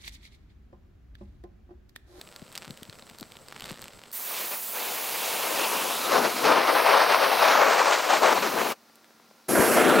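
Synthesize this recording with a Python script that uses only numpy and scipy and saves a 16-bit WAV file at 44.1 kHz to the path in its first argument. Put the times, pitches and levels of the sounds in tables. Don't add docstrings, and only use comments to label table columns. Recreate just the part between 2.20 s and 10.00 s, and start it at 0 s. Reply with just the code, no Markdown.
import sys
import numpy as np
from scipy import signal
from scipy.fft import rfft, irfft
from scipy.io import wavfile
from scipy.ndimage import uniform_filter1d

SR = 44100
rng = np.random.default_rng(int(sys.argv[2]) if len(sys.argv) > 2 else 0)


def bounce(signal):
    frames = np.transpose(np.atleast_2d(signal))
    limited = np.clip(frames, -1, 1)
    pcm = np.round(limited * 32767).astype(np.int16)
    wavfile.write(sys.argv[1], SR, pcm)


N = 343980
FRAME, HOP = 512, 128
T = np.arange(N) / SR
FRAME_T = np.arange(N // HOP + 3) * HOP / SR
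BIN_HZ = np.fft.rfftfreq(FRAME, 1 / SR)

# open t/s, shut t/s
VALVE_S = [(1.923, 6.523), (7.282, 7.9)]


def spray_burst(burst):
    # f/Hz, level/dB
    balance = [
        [(60, 0), (170, 1.5), (260, 5.5), (400, 9), (540, 17), (780, 7.5), (1050, 3.5), (1750, -2.5),
         (2900, 1.5), (4000, -1), (6500, -0.5), (11000, -3.5), (16000, -3.5)],
        [(60, 3), (170, 3), (260, 16), (430, 6), (700, -2), (1200, 0), (2000, -2.5), (2900, 1), (3700, -3),
         (6500, -3), (9000, -3.5), (16000, -6.5)],
    ]
    left = gain_of(spectrum(balance[burst]))
    ears = (2 * np.array([left, np.ones_like(left)]) / (1 + left))[:, None]
    open_s, shut_s = VALVE_S[burst]
    flow = np.clip((T - open_s) / 0.0094, 0, 1) * np.exp(-np.maximum(T - shut_s, 0) / 0.0071)
    ground, pit = ground_reflection(burst), hollow()
    roar = flame_jet(burst, ground * pit, ears)
    hiss = nozzle(burst, ground ** 1.2 * pit, ears)
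    jet = highpass(flow * (roar + hiss), hz=95)
    return jet + scatter(jet, level_db=-28.5)


def flame_jet(burst, path, ears):
    # t/s, roar/dB, rumble/dB, sizzle/dB
    levels = [
        [(1.94, -54, -80, -61), (2.18, -38, -55, -37), (2.45, -52.5, -68, -58.5), (2.6, -38, -54, -39.5),
         (2.85, -38.5, -57, -40), (3.05, -35, -53.5, -36), (3.55, -31, -42.5, -36), (3.8, -34.5, -49, -35.5),
         (3.98, -24, -34, -35), (4.16, -35, -42.5, -37), (4.3, -23.5, -33.5, -33.5), (4.55, -24.5, -45.5, -35),
         (5.15, -24, -48, -32), (5.5, -21.5, -41.5, -34), (5.82, -28.5, -55, -34), (6.0, -28.5, -42.5, -37),
         (6.3, -31.5, -37.5, -38.5), (6.52, -29, -39.5, -37.5)],
        [(7.29, -29.5, -28, -42), (7.39, -26, -23, -43.5), (7.46, -21.5, -32, -38.5),
         (7.63, -19.5, -25.5, -34.5), (7.8, -18.5, -24, -34)],
    ]
    # f/Hz, level/dB
    shapes = [
        [(30, -54), (90, -62), (180, -17), (330, -8), (520, -1), (1050, -0.5), (1500, -6), (2400, -9.5),
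         (3300, -15.5), (5000, -17.5), (6600, -20), (8500, -25.5), (11000, -39), (16000, -64)],
        [(30, -33), (90, -24), (170, -13), (270, -0.5), (440, -3), (700, -5), (900, -13), (1400, -10.5),
         (2300, -16), (3500, -19.5), (6000, -29.5), (9000, -29), (16000, -32)],
    ]
    roar_db, rumble_db, sizzle_db = follow(levels[burst])
    surge_db = 10 * np.log10(1 + surge_power() / gain_of(roar_db) ** 2)
    field = gain_of(spectrum(shapes[burst])) * path
    field *= gain_of(roar_db + surge_db - band_db(field, 400, 2500))
    bass_db = rumble_db + 0.15 * surge_db - band_db(field, 80, 330) - 2
    treble_db = sizzle_db + 0.65 * surge_db - band_db(field, 3000, 6500) - 0.52
    field *= gain_of(bass_db * spectrum([(260, 1), (600, 0.0077)]))
    field *= gain_of(treble_db * spectrum([(1400, 0.012), (3200, 0.94)]))
    turbulence = rng.standard_normal(N)
    ignitions = 0.5 * pops(per_s=3000, spread_db=3)
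    spits = 0.19 * pops(per_s=250, spread_db=2)
    flutter = unit_rms(gain_of(0.85 * wander(6.6, 130)))
    drive = unit_rms(turbulence + ignitions + spits) * flutter
    return colour(drive, field * eddies(rms_db=1.02) * ears)


def surge_power(attack_s=0.017, release_s=0.015, sag_db_per_s=11):
    # t/s, length/s, level/dB
    surges = [(2.303, 0.038, -35.5), (2.54, 0.03, -36), (3.373, 0.039, -31.5), (3.429, 0.015, -24.5),
              (3.908, .06, -20.5), (4.03, 0.024, -23.5), (4.234, 0.091, -19), (4.338, 0.05, -26.5),
              (4.46, 0.038, -19.5), (4.541, .055, -21), (4.642, 0.2, -20), (4.882, 0.067, -20),
              (5.019, 0.037, -22.5), (5.204, 0.24, -20.5), (5.494, 0.052, -19.5), (5.563, .05, -21.5),
              (5.642, 0.11, -21.5), (5.886, 0.078, -20), (6.015, 0.068, -19), (6.08, 0.051, -21.5),
              (6.146, 0.032, -25), (6.215, 0.063, -27), (6.363, 0.052, -27), (7.34, 0.058, -23.5),
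              (7.391, 0.048, -18), (7.558, .065, -21.5), (7.675, 0.074, -22.5)]
    power = np.zeros(len(FRAME_T))
    for start_s, length_s, db in surges:
        age_s = np.maximum(FRAME_T - start_s, 0)
        envelope = np.minimum(age_s / attack_s, 1) * np.exp(-np.maximum(age_s - length_s, 0) / release_s)
        power += (gain_of(db - sag_db_per_s * (age_s - length_s / 2)) * envelope) ** 2
    return power[:, None]


def nozzle(burst, path, ears):
    # t/s, level/dB
    levels = [
        [(1.94, -35.5), (3.5, -35), (4.25, -39), (4.42, -43), (4.55, -36.5), (4.85, -41.5), (5.22, -37),
         (5.65, -45.5), (6.4, -40)],
        [(7.3, -30.5), (7.55, -31.5), (7.68, -44), (7.8, -49)],
    ]
    # f/Hz, level/dB
    shapes = [
        [(100, -10.5), (400, -9), (900, -5.5), (1500, -5), (4000, -4), (7500, -2), (9500, 1.5), (11300, 2.5),
         (12800, 2.5), (14500, 0.5), (16000, 1.5)],
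        [(100, -30), (1500, -32), (4500, -3.5), (6500, -2), (8500, -2.5), (9600, 6), (10300, 7), (11100, 13),
         (11900, 3.5), (12700, -2), (13700, -9), (16000, -15)],
    ]
    # t/s, emphasis/dB
    shrill = [(1.92, 7.5), (2.6, 6.5), (3.2, 2), (3.7, -1.5), (5.3, 2), (6.5, 3.5)]
    shrill_db = follow(shrill)[0] * bell(BIN_HZ - 14500, width_hz=1450)
    field = gain_of(spectrum(shapes[burst]) + shrill_db) * path
    field *= gain_of(follow(levels[burst])[0] - band_db(field, 9500, 15800) - 0.5)
    return colour(rng.standard_normal(N), field * eddies(rms_db=1) * ears)


def eddies(rms_db):
    noise = rng.standard_normal((len(FRAME_T), len(BIN_HZ)))
    patches = uniform_filter1d(uniform_filter1d(noise, size=10, axis=0), size=12, axis=1)
    return gain_of(rms_db * unit_rms(patches))


def ground_reflection(burst):
    # t/s, f/Hz, nominal depth/dB
    nulls = [
        [(1.92, 1460, -1), (2.38, 1820, 2), (2.65, 1790, 1.5), (3.28, 1945, 1), (3.45, 2000, 0),
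         (3.75, 8000, -1), (3.98, 8140, 5), (4.18, 7900, -0.5), (4.32, 7350, 9.5), (4.85, 7200, 13.5),
         (5.2, 7300, 10.5), (5.4, 8500, 10), (5.52, 10500, 3), (6.1, 10800, 1), (6.3, 8000, 1.5)],
        [(7.28, 3700, 3.5), (7.55, 3520, 10), (7.68, 4760, 5), (7.8, 4950, 4)],
    ]
    null_hz, depth_db = follow(nulls[burst])
    comb = bell(BIN_HZ % (2 * null_hz) - null_hz, width_hz=480 + 0.098 * null_hz)
    treble_weight = spectrum([(1500, 0), (3500, 0.91)])
    return gain_of(-depth_db * comb * treble_weight)


def hollow(valley_hz=1980):
    # t/s, f/Hz, emphasis/dB
    resonance = [(1.92, 860, -0.5), (3.05, 840, 2.5), (3.4, 870, 2), (3.6, 955, 3.5), (3.8, 1320, 5),
                 (4.1, 1380, 2), (4.7, 1380, 1.5)]
    hz, emphasis_db = follow(resonance)
    peaks = bell(BIN_HZ - hz, 150) + 0.99 * bell(BIN_HZ - 3 * hz, 420)
    return gain_of(emphasis_db * (peaks - 0.72 * bell(BIN_HZ - valley_hz, 320)))


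def embers():
    # t/s, energy/dB, tilt/(dB/octave)
    snaps = [(0.014, -15.5, 1), (0.0747, -25, 0), (0.1623, -18, 1), (0.3265, -25, 5), (0.3535, -14, 2),
             (0.3575, -16, 1), (0.3776, -10, 1), (0.3842, -23, 3), (0.4217, -18, -3), (0.452, -21.5, 0),
             (0.5076, -17, 2.5), (0.5745, -23, 2), (0.6318, -17, 3.5), (0.6974, -19, -2), (0.7273, -26, -4),
             (0.7878, -26, -0.5), (0.8239, -23, -3), (0.8984, -23, 3), (0.986, -21, 6), (0.9994, -22, 4),
             (1.01, -18.5, 8), (1.0288, -15.5, -4), (1.1207, -21.5, -1.5), (1.155, -26, -8),
             (1.169, -22, 0), (1.2847, -19.5, -1), (1.3247, -16, -1), (1.3637, -17.5, -2), (1.3982, -20, 1),
             (1.407, -16.5, 3), (1.4228, -16.5, 0), (1.4418, -16, 1), (1.457, -17, 4), (1.492, -17.5, 1),
             (1.4972, -20, 5), (1.516, -20, 9), (1.618, -18, 8), (1.6252, -18, -5), (1.642, -18.5, 2.5),
             (1.682, -19, 1), (1.8373, -21, -1.5), (1.9166, -22, 11), (6.7567, -27, 12), (6.8446, -31, -3),
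             (6.9074, -31, -10), (7.111, -29, -13)]
    # t/s, level/dB
    crackle = [(0.0, -62), (0.3, -59), (0.36, -49.5), (0.41, -55.5), (0.56, -59.5), (1.25, -63),
               (1.42, -48.5), (1.51, -49), (1.58, -53.5), (1.92, -60.5)]
    lead = SR // 250
    out, t = np.zeros(N), np.arange(-lead, SR // 100) / SR
    for at_s, db, tilt_db in snaps:
        crumbs = 0.11 * rng.standard_normal(len(t)) * np.exp(-abs(t) / np.where(t < 0, 0.0007, 0.0018))
        splinter_hz = rng.uniform(1240, 5600)
        splinter = 0.18 * (t > 0) * np.cos(2 * np.pi * splinter_hz * t) * np.exp(-abs(t) / 0.00058)
        snap = signal.fftconvolve(char_click(tilt_db), (t == 0) + crumbs + splinter)
        add(out, at_s - lead / SR, -gain_of(db) * snap / np.linalg.norm(snap))
    stir_db = np.interp(T, *np.transpose(crackle)) + 2 * wander(33, 80)
    stir = gain_of(stir_db) * (T < VALVE_S[0][0])
    grains = pops(per_s=700, spread_db=4.5)
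    ticks = gain_of(-0.5) * pops(per_s=60, spread_db=3)
    out -= signal.oaconvolve(stir * (grains + ticks), char_click(-3))[:N]
    stereo = out * gain_of([[-0.3], [0.3]])
    return stereo + scatter(stereo, level_db=-33)


def char_click(tilt_db):
    # f/Hz, level/dB
    shape = [(40, -40), (150, -8), (400, 0), (1200, 2), (2500, 2.5), (4600, 3.5), (6200, -5), (8300, 1),
             (10500, -14), (13500, -5), (16000, -17)]
    hz = np.fft.rfftfreq(1024, 1 / SR)
    log_gain = np.log(gain_of(spectrum(shape, hz) + tilt_db * np.log2((hz + 500) / 4000)))
    log_response = signal.hilbert(np.r_[log_gain, log_gain[-2:0:-1]]).conj()
    click = np.fft.ifft(np.exp(log_response)).real
    return click / np.linalg.norm(click)


def puffs():
    # t/s, level/dB, nominal f/Hz, time scale/s
    flares = [(0.218, -34, 176, 0.013), (0.469, -40, 142, 0.026), (0.5, -29.5, 160, 0.016),
              (0.62, -36, 220, 0.0092), (0.681, -41, 130, 0.025), (0.824, -39, 330, 0.006),
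              (0.905, -44, 180, 0.019), (1.011, -34.5, 215, 0.019), (1.508, -33.5, 173, 0.02),
              (3.952, -43, 55, 0.018), (4.254, -42, 50, .02), (4.305, -39, 50, 0.015),
              (6.696, -46, 600, .006), (6.997, -42.5, 604, 0.0055), (7.111, -49, 680, .006),
              (7.386, -14.5, 169, 0.012)]
    out, t = np.zeros(N), np.arange(SR // 10) / SR
    churn = wander(90, 480)
    for at_s, db, hz, scale_s in flares:
        age = t / scale_s
        cycles = np.cumsum(hz * (0.62 + 1.7 * np.exp(-age / 0.352))) / SR
        roughness = 0.57 * np.interp(at_s + t * hz / 170, T, churn)
        envelope = (age / 0.5) ** 2 * np.exp(2 - 2 * age / 0.39)
        add(out, at_s, gain_of(db) * envelope * (np.sin(2 * np.pi * cycles) + roughness))
    return highpass(out, hz=55) * gain_of([[2.5], [-3.5]])


def small_flames():
    # f/Hz, level/dB
    shape = [(25, -4), (60, 4.5), (160, 7), (330, -4.5), (560, 6), (800, -13), (1300, -4), (2200, -38),
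             (3300, -45), (4800, -32), (6400, -22), (7900, -4), (9300, -19), (11000, -17), (16000, -34)]
    # t/s, level/dB
    levels = [(0.0, -61), (0.262, -61.5), (0.956, -62), (1.262, -61.5), (1.492, -56), (1.732, -60),
              (1.92, -66)]
    field = gain_of(spectrum(shape))
    level_db = follow(levels)[0] - band_db(field, 200, 1200) - 0.5
    lapping_db = 2.5 * np.interp(FRAME_T, T, wander(5, 50))[:, None]
    return stereo_noise(field * gain_of(level_db + lapping_db), width=0.44) * (T < VALVE_S[0][0])


def scatter(x, level_db):
    t = np.arange(SR // 8) / SR
    tail = rng.standard_normal(len(t)) * (t > 0.002) * np.exp(-t / 0.0047)
    returns = signal.oaconvolve(x.mean(0), tail / np.linalg.norm(tail))[:N]
    return gain_of(level_db) * returns * np.array([[1], [-1]])


def outdoors(air_db=-58.5, waver_hz=3):
    # f/Hz, level/dB
    shape = [(40, -38), (80, -29), (120, -7), (220, 1), (330, -1.5), (700, -2), (1000, -3), (1400, -5),
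             (2000, -7), (3300, -11.5), (4000, -8), (5500, -9), (7500, -16), (12000, -18), (16000, -15.5)]
    # f/Hz, level/dB
    tones = [(225, -69.5), (777, -79), (1383, -72)]
    hum = np.zeros(N)
    for hz, db in tones:
        cycles = np.cumsum(hz + waver_hz * wander(1.95, 30)) / SR
        hum += gain_of(db) * np.sqrt(2) * np.sin(2 * np.pi * cycles)
    return gain_of(air_db) * unit_rms(stereo_noise(gain_of(spectrum(shape)), width=0.23)) + hum


def gain_of(db):
    return 10 ** (np.asarray(db) / 20)


def unit_rms(x):
    return x / np.sqrt(np.mean(x ** 2) + 1e-20)


def bell(offset_hz, width_hz):
    return np.exp(-(offset_hz / width_hz) ** 2)


def spectrum(points, hz=BIN_HZ):
    f, value = np.transpose(points)
    return np.interp(np.log(hz + 1), np.log(f + 1), value)


def follow(rows):
    times_s, *columns = np.transpose(rows)
    return [np.interp(FRAME_T, times_s, column)[:, None] for column in columns]


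def add(mix, at_s, sound):
    part = mix[max(round(at_s * SR), 0):][:len(sound)]
    part += sound[:len(part)]


def wander(lo_hz, hi_hz):
    f = np.fft.rfftfreq(N, 1 / SR) + 1e-3
    rolloff = np.sqrt(f * (1 + (lo_hz / f) ** 4) * (1 + (f / hi_hz) ** 4))
    return unit_rms(irfft(rfft(rng.standard_normal(N)) / rolloff, N))


def pops(per_s, spread_db):
    size = gain_of(spread_db * np.minimum(rng.exponential(1, N), 4))
    return unit_rms(size * rng.choice([-1, 1], N) * (rng.random(N) < per_s / SR))


def band_db(field, lo_hz, hi_hz):
    band = (BIN_HZ >= lo_hz) & (BIN_HZ < hi_hz)
    return 10 * np.log10(np.sum(field ** 2 * band, -1, keepdims=True) / len(BIN_HZ) + 1e-20)


def highpass(x, hz):
    return signal.sosfilt(signal.butter(2, hz, "high", fs=SR, output="sos"), x)


def colour(x, field):
    z = signal.stft(np.pad(x, (0, FRAME)), nperseg=FRAME, noverlap=FRAME - HOP)[2][:, :len(FRAME_T)]
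    shaped = np.swapaxes(z.T * field, -1, -2)
    return signal.istft(shaped, nperseg=FRAME, noverlap=FRAME - HOP)[1][..., :N]


def stereo_noise(field, width):
    mid, side = (colour(rng.standard_normal(N), field) for _ in range(2))
    return mid + width * side * np.array([[1], [-1]])


def scene():
    return spray_burst(0) + spray_burst(1) + puffs() + embers() + small_flames() + outdoors()


def record(dry):
    lowpass = signal.firwin(511, 15900, window=("kaiser", 9), fs=SR)
    return signal.oaconvolve(dry, lowpass[None], "same")


dry = scene()
out = record(dry)
bounce(out)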